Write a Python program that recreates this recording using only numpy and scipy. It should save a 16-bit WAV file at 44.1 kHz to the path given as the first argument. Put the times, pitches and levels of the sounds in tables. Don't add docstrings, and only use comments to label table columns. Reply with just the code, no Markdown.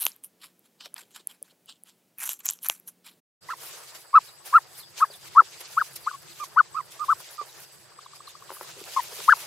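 import sys
import numpy as np
from scipy import signal
from scipy.fft import rfft, irfft
from scipy.io import wavfile
from scipy.ndimage import uniform_filter1d, minimum_filter1d

SR = 44100
rng = np.random.default_rng(int(sys.argv[2]) if len(sys.argv) > 2 else 0)


def to_wav(sig):
    pcm = np.clip(np.atleast_2d(sig), -1, 1) * 32767
    pcm = np.round(pcm).astype(np.int16)
    wavfile.write(sys.argv[1], SR, pcm.T)


N = 417186
T = np.arange(N) / SR

# out from, out by, in from, in by [s].
FADES = (3.191, 3.205, 3.407, 3.428)

# frequency [Hz], relative density [dB per Hz].
PEN_AIR = [(18, -60.5), (30, -29.5), (70, -35.5), (110, -16), (192, -6), (379, -10.5), (561, -13),
           (767, -17.5), (852, -19), (1110, -23), (2420, -23.5), (4190, -26), (15500, -25.5)]
# frequency [Hz], level before wavering [dB].
PEN_HUM = [(177.6, -76)]
# frequency [Hz], level before wavering [dB].
MACHINE_HUM = [(134.6, -72.5)]

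# frequency [Hz], relative density [dB per Hz].
YARD_HISS = [(900, -25.5), (2200, 3), (4000, 4), (7300, 2.5), (9000, -3), (11000, -40.5)]
YARD_WASH = [(200, -48.5), (330, -2), (450, 3), (1000, 2.5), (1800, 1.5), (3000, -21.5), (5000, -46)]
WIND_RUMBLE = [(15, -57.5), (25, -28.5), (54, -17), (135, 0.5), (188, -7), (221, -16), (257, -25),
               (287, -44.5), (330, -1), (430, -20.5), (730, -120)]
# centre [Hz], width of one pass [Hz], relative level per pass [dB].
YARD_TOP = [(9870, 1600, -1.5), (11080, 2500, 4.5), (13090, 1600, 0.5), (13900, 2300, -4.5)]
# centre [Hz], width of one pass [Hz], relative level per pass [dB].
LEAVES = [(4870, 740, -0.98), (7840, 640, -1)]
# time [s], level before flicker [dB].
GUSTS = [(3.4, -68), (4.5, -69), (5.5, -67), (6.5, -65.5), (7.5, -68), (8.3, -69), (8.9, -61.5),
         (9.46, -67)]
# time [s], hiss before flicker [dB], treble minus hiss [dB].
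BREEZE = [(3.42, -59.5, -1), (3.65, -49, 2), (3.9, -53, -3.5), (4.1, -60.5, -3.5), (4.42, -61.5, -1.5),
          (4.9, -61, -4), (5.5, -52.5, -5.5), (5.9, -54.5, -7), (6.3, -54, -4), (6.7, -58, -4.5),
          (6.95, -57, -10), (7.6, -54, 0), (7.7, -62.5, 3), (8.05, -58, -14.5), (8.45, -57, -6.5),
          (8.9, -48.5, -4.5), (8.94, -43.5, -3.5), (9.46, -45.5, 0)]
# peak time [s], 20 dB rise [s], 20 dB fall [s], level before flicker [dB].
SCUFFS = [(3.51, 0.033, 0.041, -47), (3.78, 0.031, 0.026, -50), (3.955, 0.027, 0.045, -43.5),
          (4.28, 0.2, 0.17, -54), (4.465, 0.029, 0.2, -44), (4.8, 0.13, 0.061, -50),
          (4.99, 0.037, 0.071, -43), (5.13, 0.3, 0.18, -57), (5.28, 0.076, 0.022, -49.5),
          (5.4, 0.053, 0.042, -60), (5.612, 0.023, 0.023, -44), (5.73, 0.048, 0.11, -45.5),
          (5.84, 0.12, 0.17, -50), (5.962, 0.0086, 0.022, -39), (6.4, 0.06, .04, -51),
          (6.445, 0.021, 0.042, -43.5), (6.92, 0.018, 0.16, -49.5), (7.05, 0.019, 0.53, -50.5),
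          (7.205, 0.03, 0.033, -48.5), (7.64, 0.059, 0.028, -52), (8.165, 0.05, 0.047, -54),
          (8.29, 0.063, 0.067, -60.5), (8.54, 0.036, 0.45, -52), (9.29, 0.03, 0.037, -49)]

# start [s], length [s], start pitch [Hz], end pitch [Hz], relative level [dB].
FAR_BIRDS = [(4.266, 0.04, 4400, 3620, -49), (4.783, 0.035, 5200, 3770, -46),
             (4.82, 0.032, 3850, 3330, -46.5), (5.1, 0.026, 5140, 3900, -47.5),
             (5.133, 0.026, 3900, 3380, -46.5), (6.03, 0.041, 5040, 3800, -47),
             (6.294, .016, 4500, 3800, -49.5), (6.311, 0.024, 3950, 3430, -50),
             (7.48, 0.025, 4540, 3490, -49), (8.026, 0.02, 5000, 3720, -51),
             (8.048, 0.022, 3920, 3550, -51), (8.268, 0.014, 4450, 3700, -46),
             (8.292, 0.021, 3770, 3500, -52)]
# start [s], relative level [dB], pitch [Hz].
FOOTFALLS = [(8.765, -37.5, 424), (8.782, -39.5, 448), (8.812, -38, 388), (9.085, -46, 470),
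             (9.122, -37, 430), (9.187, -39, 437), (9.43, -43, 550)]
# start [s], relative level [dB], pitch [Hz].
PAWS = [(0.858, -45.5, 596), (0.933, -55, 1200), (1.02, -53, 400), (1.199, -52, 400), (1.416, -52, 447),
        (1.52, -55, 500)]
# start [s], relative level [dB], added to the upper modes [dB].
KNOCKS = [(5.102, -43.5, -17), (5.419, -39, 7.5), (7.203, -56.5, 12), (7.414, -39.5, 2.5),
          (8.504, -39.5, 8), (8.517, -41, 4), (8.526, -47, 5), (8.611, -38, 6), (9.204, -49, 11)]
# nominal frequency [Hz], relative level [dB], time to fall 60 dB [s].
RAIL_MODES = [(400, 6, 0.085), (554, 18, 0.014), (900, 20, 0.0072), (1264, 4, 0.012), (1990, -1.5, 0.02)]

# peak time [s], 20 dB rise [s], 20 dB fall [s],
# crackle level [dB], then treble, low scrape and dry sheaths, each minus the crackle [dB].
RUSTLES = [(.025, 0.061, 0.023, -39.5, 10.5, -4, -0.5), (0.077, 0.13, 0.069, -47, 7.5, -2, 0),
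           (0.245, 0.011, 0.025, -55.5, 19.5, -7.5, 3.5), (0.431, 0.023, 0.058, -44.5, -4.5, -5.5, -6),
           (.66, 0.033, 0.03, -64.5, -0.5, -3, -1), (.81, 0.013, 0.072, -44.5, -16, -9, -17),
           (.86, 0.054, 0.027, -47.5, -10, -2, -11), (.965, 0.0097, 0.028, -48.5, -8, -3, -9),
           (0.981, 0.014, 0.065, -45.5, -2, -2.5, -2), (1.11, .01, .02, -63, 0, -2, -11),
           (1.163, 0.034, 0.053, -45.5, -9, -4, -2), (1.2, 0.04, 0.016, -51.5, -10, -8, -5),
           (1.3, 0.024, 0.058, -50, 1.5, -1, -2), (1.46, 0.037, 0.053, -62, -2, -3, -1),
           (1.511, 0.048, 0.038, -61.5, -7, -3, -3.5), (1.695, 0.026, 0.05, -45, -14, -9, -4),
           (1.886, 0.05, 0.059, -57, -2, -6, -3), (2.189, 0.011, 0.016, -54, 10, 10, 2),
           (2.205, 0.0089, .014, -49, 14, 9, 9), (2.235, 0.033, 0.054, -40, 8.5, 4, 4),
           (2.266, .02, .02, -42.5, 10.5, 0.5, 6), (2.305, 0.046, 0.046, -39, 5.5, -5, 6),
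           (2.407, 0.01, 0.018, -52.5, 2, 2, 1), (2.46, 0.019, 0.028, -40.5, 5, 2, 7),
           (2.495, 0.032, 0.05, -39, 6.5, -2.5, 6), (2.635, 0.015, 0.023, -45.5, 15, -17, 6),
           (2.664, 0.032, 0.017, -38.5, 9, -0.5, 2), (2.7, 0.027, 0.071, -45, 10, -1.5, 3),
           (2.882, 0.017, 0.028, -53, 13, -5, 5), (3.067, 0.02, 0.053, -43, -5, -5.5, -5.5)]
# start [s], relative level [dB], relative body of the stalk [dB], crack [Hz].
SNAPS = [(0.0204, -28, -10.5, 11900), (0.03, -33, -6, 11800), (0.0378, -32, -9, 11860),
         (0.0529, -18, -25, 12140), (0.0657, -20, 4, 11500), (0.1183, -46, -25, 5500),
         (0.163, -50, -16, 12500), (0.238, -40.5, -14, 9040), (0.593, -55.5, -40, 11600),
         (0.8093, -57, 9, 5200), (0.942, -30.5, -41, 10400), (0.963, -58, -6, 5000),
         (0.9809, -44, -11, 4800), (1.108, -62, 0, 9000), (1.115, -61, -2, 8450),
         (1.272, -24.5, -47, 10900), (1.427, -30.5, -41, 10400), (1.659, -51, -19, 11200),
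         (1.836, -43.5, -31, 10670), (2.1844, -35, -22, 14400), (2.193, -43, -20, 12000),
         (2.2022, -37, -17, 12400), (2.217, -35, -9, 10400), (2.2918, -23, -6.5, 12600),
         (2.2325, -31.5, -8, 7540), (2.308, -37, -11, 8950), (2.3205, -40, -20, 11000),
         (2.3323, -30, -24, 12400), (2.348, -49, -25, 12500), (2.391, -46, -25, 12000),
         (2.3945, -47, -6, 12000), (2.3985, -48, -20, 12000), (2.402, -45, -20, 12000),
         (2.4055, -49, -2, 7000), (2.456, -27, -22, 12600), (2.4587, -22.5, -25, 13600),
         (2.465, -26, -14, 7000), (2.4822, -31, -34.5, 6660), (2.4889, -17.5, -15.5, 6700),
         (2.5, -22.5, -16, 7260), (2.5086, -24, -26, 12700), (2.535, -39, -25, 11500),
         (2.589, -49.5, -5, 5600), (2.63, -33, -23.5, 13000), (2.686, -18.5, -26, 12200),
         (2.6982, -16, 3.5, 11230), (2.799, -46, -32.5, 12900), (2.876, -40, -28.5, 11500)]
# centre [Hz], width of one pass [Hz], relative level per pass [dB].
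HAY_LOW = [(1030, 510, -5), (1600, 1800, 7.5), (2370, 430, 2.5)]
HAY_BODY = [(3160, 820, 2), (3930, 980, -2), (5040, 1900, -3)]
HAY_SHEATH = [(6070, 1500, 0), (6650, 1100, -2), (7360, 660, 2), (8340, 1400, -2)]
HAY_TOP = [(10430, 2560, 13), (11970, 1200, 8.5), (13900, 5200, -3)]

# start [s], length [s], share of the rise [0-1], start pitch [Hz],
# top pitch [Hz], end pitch [Hz], relative level [dB], swell from start to end [dB],
# sag at the top (negative lifts) [dB], relative overtones [dB], left minus right [dB],
# catch at both ends (negative lifts) [dB], flutter at the top [0-1].
CHIRPS = [ (3.485, 0.06, 0.46, 902, 1396, 856, -30.5, 1, -3.5, 5.5, -3, -7.5, 0.54),
          (4.13, 0.062, 0.53, 1030, 1336, 890, 0, 9, -12.5, -5.5, 1.5, 5, 0.32),
          (4.523, 0.071, 0.57, 1007, 1386, 750, -12, 3.5, -10.5, -7.5, 1.5, 1.5, 0.03),
          (4.994, 0.061, 0.61, 878, 1267, 754, -8.5, 10.5, -11.5, -11, 2.5, 3, 0.05),
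          (5.35, 0.066, 0.67, 938, 1382, 880, -3.5, 6.5, -9.5, -18.5, 3, 22, 0.1),
          (5.767, 0.06, 0.6, 1013, 1662, 930, -17.5, -2.5, 9, -4, 3.5, 7, 0.77),
          (6.062, 0.057, 0.6, 940, 1532, 1030, -22, -2.5, 10.5, -3, 4, 21, 0.54),
          (6.127, 0.035, 0.23, 1160, 1130, 1085, -35, 0.5, 2, -8, 3.5, 5, .03),
          (6.396, 0.05, 0.23, 1140, 1216, 1005, -18.5, 11, -3, 11, -6, -3.5, 0.34),
          (6.559, 0.056, 0.67, 870, 1478, 900, 0.5, 9, -2, -12, 5, 2, 0),
          (6.743, 0.072, 0.424, 1078, 1313, 920, -16.5, 7, 0.5, 3, -7.5, 4.5, 0),
          (6.991, 0.064, 0.43, 1160, 1243, 910, -21.5, 8, -6, -6, -9, 9, .03),
          (7.081, 0.057, 0.53, 996, 1387, 890, -12.5, 3, -2.5, -20, 4.5, 5.5, 0.83),
          (7.379, 0.06, 0.4, 1225, 1188, 960, -44, -4.5, -6.5, 3, -7.5, 12, 0.03),
          (8.962, 0.047, 0.1, 1060, 1077, 865, -11, 1.5, -1, -9, 5, 19, 0.1),
          (9.278, 0.062, 0.6, 950, 1716, 900, 4, 5.5, 6, -4.5, 5, 15, 0.1)]
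# frequency [Hz], gain [dB].
THROAT = [(700, -26.5), (1000, -6.5), (1150, 0.5), (1330, 0.5), (1480, -4), (1600, -6.5), (1750, -0.5),
          (1950, -10), (2200, -26.5), (2650, -27.5), (3000, -27), (3500, -35.5), (4400, -23.5)]
OVERTONES = [0.5, -6, -17]
# time [s], depth [dB], width [s].
BREAKS = [(3.5, 17, 0.0017), (3.505, 15, 0.00077), (3.5298, 17, 0.0026), (4.137, 18, 0.0039),
          (4.1523, 12, 0.0021), (4.1623, 10.5, 0.0015), (4.5265, 12, 0.0033), (4.537, 25, 0.0019),
          (4.584, 4.5, 0.0068), (5.046, 6, 0.0033), (5.366, 15, 0.002), (5.771, 5, 0.004),
          (5.778, 1, 0.0026), (5.8278, 12, 0.0016), (6.064, 6, 0.0025), (6.0832, 12, 0.0012),
          (6.0885, 10, .0015), (6.106, 40, 0.0097), (6.762, 32.5, 0.0032), (6.782, 17, 0.0022),
          (6.7944, 28, 0.0019), (6.801, 22, 0.0029), (7.026, 6, 0.0021), (7.0366, 23, 0.0016),
          (7.408, 6.5, 0.0032), (8.979, 11, 0.0016), (8.987, 13, 0.0053), (9.002, 2, 0.0037),
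          (9.281, 1, 0.0023), (9.2905, 4.5, 0.002), (9.299, 14, 0.00083), (9.3053, 10, 0.002),
          (9.313, 6, .004), (9.32, 15, 0.0014), (9.3315, 13, 0.0033)]
# start [s], length [s], start pitch [Hz], end pitch [Hz], relative level [dB].
HIGH_GLIDES = [(3.501, .011, 1450, 1890, -33), (3.517, 0.0046, 1700, 1900, -36),
               (4.153, 0.0039, 1500, 1740, -31.5), (4.161, 0.0089, 1467, 1680, -23.5),
               (4.536, 0.0069, 1460, 1750, -24.5), (4.579, .011, 2040, 1600, -30.5),
               (5.003, 0.01, 1160, 1760, -26.5), (5.044, .012, 1900, 1450, -33),
               (5.358, 0.0083, 1300, 1864, -38.5), (5.408, .012, 1950, 1554, -39.5),
               (6.563, 0.018, 1310, 1650, -31.5), (6.61, 0.013, 1980, 1600, -48),
               (6.083, 0.0055, 1460, 1800, -37)]
# start [s], relative level [dB], nominal pitch [Hz].
TRILL = [(7.918, -52.5, 1150), (7.9875, -40, 1200), (8.06, -41.5, 1105), (8.1324, -46, 1190),
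         (8.2032, -41.5, 1180), (8.2752, -41, 1160), (8.35, -43, 1200), (8.421, -43.5, 1140),
         (8.492, -41, 1120), (8.566, -44, 1170), (8.646, -47.5, 1090)]

RISE_BEND, FALL_BEND = 1.2, 1.01
ECHO_S, ECHO_DB = .025, -33
GIVE_S = .00042
ATTACK_S, RELEASE_S = .0062, .008
CATCH_IN_S, CATCH_OUT_S, CATCH_WIDTH_S = .0072, .0069, .0019
FLUTTER_HZ, FLUTTER_LAG_S, FLUTTER_SPAN_S = 165, .0025, .011
LINGER = .6
RASP = .06
HOARSE_DB, HOARSE_RATE = -29, 1500
OVERTONE_FADE_DB = 11
LIMIT = .64
TOP_HZ = 15700


def undb(db):
    return 10 ** (np.asarray(db) / 20)


def unit(x):
    return x / np.sqrt(np.mean(x ** 2))


def on_log(hz, table):
    f, db = np.transpose(table)
    return np.interp(np.log(np.maximum(hz, 1)), np.log(f), db)


def colour(x, table):
    gain = undb(on_log(np.fft.rfftfreq(N, 1 / SR), table))
    return unit(irfft(rfft(x) * gain, N))


def high(x, hz):
    return signal.sosfilt(signal.butter(N=3, Wn=hz, btype="high", fs=SR, output="sos"), x)


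def resonate_once(x, hz, width):
    return signal.lfilter(*signal.iirpeak(hz, hz / width, SR), x)


def resonate(x, peaks, patchy_db=0.):
    return unit(sum(undb(db + patchy_db * walk(40)) * resonate_once(x, hz, w) for hz, w, db in peaks))


def resonate_twice(x, peaks, patchy_db):
    return resonate(resonate(x, peaks), peaks, patchy_db)


def noise_pat(count, hz, width):
    return resonate_once(resonate_once(rng.standard_normal(count), hz, width), hz, width)


def walk(rate):
    k = int(SR / rate)
    return uniform_filter1d(np.repeat(rng.standard_normal(N // k + 1), k), k)[:N]


def crackle(rate, spread_db, bed):
    chance, sign, size = rng.random((3, N))
    clicks = (chance < rate / SR) * np.sign(sign - .5) * undb(-spread_db * np.log(size + 1e-4))
    return unit(clicks) + bed * rng.standard_normal(N)


def add(out, s, x):
    i = int(s * SR)
    out[..., i:i + x.shape[-1]] += x[..., :N - i]


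def pan(x, db):
    return x * undb(np.array([[.5], [-.5]]) * db)


def bouts(table):
    power = np.full(N, 1e-12)
    for s, rise, fall, db in table:
        span = slice(max(int((s - 2 * rise) * SR), 0), int((s + 3 * fall) * SR))
        dt = T[span] - s
        slope = np.where(dt < 0, np.abs(dt / rise) ** RISE_BEND, np.abs(dt / fall) ** FALL_BEND)
        power[span] += undb(db - 20 * slope) ** 2
    return 10 * np.log10(power)


def dip(t, depth_db, width):
    return 1 - (1 - undb(-depth_db)) * np.exp(-(t / width) ** 2)


def patchy(x, depth_db, width_hz, hold_s):
    spec = signal.stft(x, nperseg=256)[2]
    field = rng.standard_normal(spec.shape[-2:])
    for axis, span in enumerate((width_hz * 256 / SR, hold_s * SR / 128)):
        size = max(int(span), 1)
        field = uniform_filter1d(uniform_filter1d(field, size, axis), size, axis)
    return signal.istft(spec * undb(depth_db * unit(field)), nperseg=256)[1][..., :N]


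def stereo(mid, side, side_db):
    return mid + undb(side_db) * side * np.array([[1], [-1]])


def wide(table, side_db, bed):
    mid = colour(crackle(640, 2.3, bed), table)
    return stereo(mid, colour(rng.standard_normal(N), table), side_db)


def whistles(table, broken_db, wobble):
    out, waver = np.zeros(N), 1 + wobble * walk(400)
    for s, length, start_hz, end_hz, db in table:
        u = T[:int(length * SR)] / length
        hz = (start_hz + (end_hz - start_hz) * u) * waver[int(s * SR):][:len(u)]
        add(out, s, undb(db) * np.sin(np.pi * u) * np.sin(2 * np.pi * np.cumsum(hz) / SR))
    return out * undb(broken_db * (walk(120) + walk(700)))


def hum(lines, waver_db):
    return sum(np.sqrt(2) * undb(db + waver_db * walk(1.1)) * np.sin(2 * np.pi * hz * T) for hz, db in lines)


def pen_air():
    return undb(-67.0 + .91 * walk(6.8)) * wide(PEN_AIR, -19.5, 7.0) + hum(PEN_HUM, 3.8)


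def far_leaves():
    left, right = (resonate_twice(rng.standard_normal(N), LEAVES, 5.5) for _ in range(2))
    return undb(-57) * np.array([left, right - .35 * left])


def wind_rumble():
    return undb(np.interp(T, *np.transpose(GUSTS)) + 2.8 * walk(12)) * wide(WIND_RUMBLE, .5, 9.)


def gravel_and_trees():
    s, db, top_db = np.transpose(BREEZE)
    scuffs = undb(bouts(SCUFFS))
    both_db = 20 * np.log10(np.hypot(undb(np.interp(T, s, db) + 1.4 * walk(22)), scuffs))
    hiss = undb(both_db + 2.1 * walk(25)) * wide(YARD_HISS, -2.8, 1.5)
    mid = resonate_twice(crackle(640, 2.0, 1.0), YARD_TOP, 4.0)
    side = resonate_twice(rng.standard_normal(N), YARD_TOP, 4.0)
    top_level = np.hypot(undb(np.interp(T, s, db + top_db)), scuffs)
    top = top_level * undb(2.5 * walk(25)) * stereo(mid, side, -7.0)
    wash = undb(.59 * both_db - 25.0 + 2.5 * walk(45)) * wide(YARD_WASH, -5.0, 6.9)
    return patchy(hiss + top + wash, depth_db=1.87, width_hz=500, hold_s=.02)


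def far_birds():
    calls = whistles(FAR_BIRDS, 2., .03)
    echo = rng.standard_normal((2, 4000)) * np.exp(-T[:4000] / ECHO_S) * undb(ECHO_DB)
    return pan(calls, -1.5) + signal.fftconvolve(calls[None], echo, axes=1)[:, :N]


def pats(table, spread):
    out, t = np.zeros(N), T[:3000]
    for s, db, hz in table:
        pat = unit(noise_pat(len(t), hz, spread * hz))
        add(out, s, undb(db - 6.0) * pat * t / .0054 * np.exp(1 - t / .0047))
    return out


def knocks():
    out, t = np.zeros(N), T[:2500]
    for s, db, upper_db in KNOCKS:
        for hz, mode_db, t60 in RAIL_MODES:
            decay = np.minimum(t / .0006, 1) * np.exp(-np.log(1000) * t / t60)
            ring = decay * np.sin(2 * np.pi * hz * rng.normal(1, .06) * t)
            add(out, s, undb(db - 7.0 + mode_db + upper_db * (hz > 800)) * ring)
    return high(out, 430)


def rustles():
    grains = crackle(2400, 2.5, .5) * undb(2.3 * walk(130))
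    low, body, sheath = (resonate_twice(grains, peaks, 2.8) for peaks in (HAY_LOW, HAY_BODY, HAY_SHEATH))
    top = resonate_twice(grains, HAY_TOP, 3.5)
    out = undb(bouts([row[:4] for row in RUSTLES])) * body
    for column, part in enumerate((top, low, sheath), 4):
        out += undb(bouts([row[:3] + (row[3] + row[column],) for row in RUSTLES])) * part
    return patchy(out, depth_db=2.0, width_hz=600, hold_s=.015)


def snaps():
    out, t = np.zeros(N), T[:600]
    give = t / GIVE_S * np.exp(1 - t / GIVE_S)
    modes = sum(gain * np.sin(2 * np.pi * hz * t) for hz, gain in ((2900, 1), (6300, .62), (1100, .5)))
    thud = t / .00022 * np.exp(1 - t / .00025) * modes
    for s, db, body_db, hz in SNAPS:
        crack = 1.11 * give ** 2 * np.sin(2 * np.pi * hz * t)
        splinters = 2.23 * noise_pat(len(t), hz, .41 * hz)
        crack += splinters * (.4 * give ** 2 + .05 * np.exp(-t / .002))
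        add(out, s, undb(db) * (2.76 * crack + undb(body_db + 7.5) * thud))
    return out


def hay():
    return high(high(rustles() + snaps(), 660), 270)


def arch(u, rise, start_hz, top_hz, end_hz, away):
    climbing = u < rise
    leap = top_hz / start_hz - 1.4
    bend = np.where(climbing, np.clip(1.244 + 1.7 * leap, .8, 3), np.clip(1.8 - 1.5 * leap, 1, 3))
    path = np.where(climbing, away + LINGER * (np.sin(np.pi / 2 * away) - away), away)
    return top_hz - (top_hz - np.where(climbing, start_hz, end_hz)) * path ** bend


def voice(hz, away, over_db, waver, hoarse):
    phase = 2 * np.pi * np.cumsum(hz * (1 + .016 * waver)) / SR
    breath = 1 + undb(HOARSE_DB) * (.2 + away) * hoarse
    tone = undb(on_log(hz, THROAT)) * np.sin(phase) * breath
    overtones = sum(undb(db + over_db + on_log(k * hz, THROAT)) * np.sin(k * phase)
                    for k, db in enumerate(OVERTONES, 2))
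    return tone + undb(3.4 * waver - OVERTONE_FADE_DB * away) * overtones


def chirp_edge(u, length, rise, catch_db, flutter, rasp):
    since, left = u * length, (1 - u) * length
    edge = np.clip(np.minimum(since / ATTACK_S, left / RELEASE_S), 0, 1) * (1 + RASP * rasp)
    edge *= dip(since - CATCH_IN_S, catch_db, CATCH_WIDTH_S) * dip(left - CATCH_OUT_S, catch_db, CATCH_WIDTH_S)
    top = (u - rise) * length - FLUTTER_LAG_S
    stutter = np.exp(-(top / FLUTTER_SPAN_S) ** 2) * np.cos(np.pi * FLUTTER_HZ * top) ** 2
    return edge * (1 - np.clip(flutter, 0, 1) * stutter)


def chirps():
    out, wanders = np.zeros((2, N)), (walk(300), walk(450), walk(HOARSE_RATE))
    for (s, length, rise, start_hz, top_hz, end_hz, db,
         swell_db, sag_db, over_db, pan_db, catch_db, flutter) in CHIRPS:
        u = T[:int(length * SR)] / length
        waver, rasp, hoarse = (w[int(s * SR):][:len(u)] for w in wanders)
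        away = np.where(u < rise, 1 - u / rise, (u - rise) / (1 - rise))
        tone = voice(arch(u, rise, start_hz, top_hz, end_hz, away), away, over_db, waver, hoarse)
        edge = chirp_edge(u, length, rise, catch_db, flutter, rasp)
        sag_width = np.where(u < rise, .5, .25 if sag_db > 0 else .42)
        level = undb(db + swell_db * (u - 2.0) - sag_db * np.exp(-(away / sag_width) ** 2))
        add(out, s, pan(np.sqrt(2) * tone * edge * level, pan_db))
    for s, depth_db, width in BREAKS:
        near = slice(int((s - .02) * SR), int((s + .02) * SR))
        out[:, near] *= dip(T[near] - s, depth_db, width)
    return out


def trill():
    out, t = np.zeros(N), T[:600]
    for s, db, hz in TRILL:
        swell = np.sin(np.pi * np.clip(t / .0076, 0, 1))
        add(out, s, undb(db + 5.0) * swell * np.sin(2 * np.pi * hz * t * (.895 + 11 * t)))
    return pan(out, 2.3)


def whistling_birds():
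    out = chirps() + pan(whistles(HIGH_GLIDES, 1.0, .0091), 2.) + trill()
    scatter = rng.standard_normal((2, 3000)) * np.exp(-T[:3000] / .008) * undb(-54)
    return high(out + signal.fftconvolve(out, scatter, axes=1)[:, :N], 815)


def scene():
    pen = pen_air() + pan(hay() + pats(PAWS, spread=.52), .33 * walk(200))
    paddock = far_leaves() + wind_rumble() + hum(MACHINE_HUM, 2.4) + gravel_and_trees() + far_birds()
    paddock += pan(knocks() + pats(FOOTFALLS, spread=.38), 1.7) + whistling_birds()
    return pen * np.interp(T, FADES[:2], (1, 0)) + paddock * np.interp(T, FADES[2:], (0, 1))


def record(dry):
    gain = LIMIT / np.maximum(np.abs(dry.mean(axis=0)), LIMIT)
    gain = uniform_filter1d(minimum_filter1d(gain, size=89), size=45)
    return signal.sosfilt(signal.ellip(8, .2, 70, TOP_HZ, fs=SR, output="sos"), dry * gain)


dry = scene()
out = record(dry)
to_wav(out)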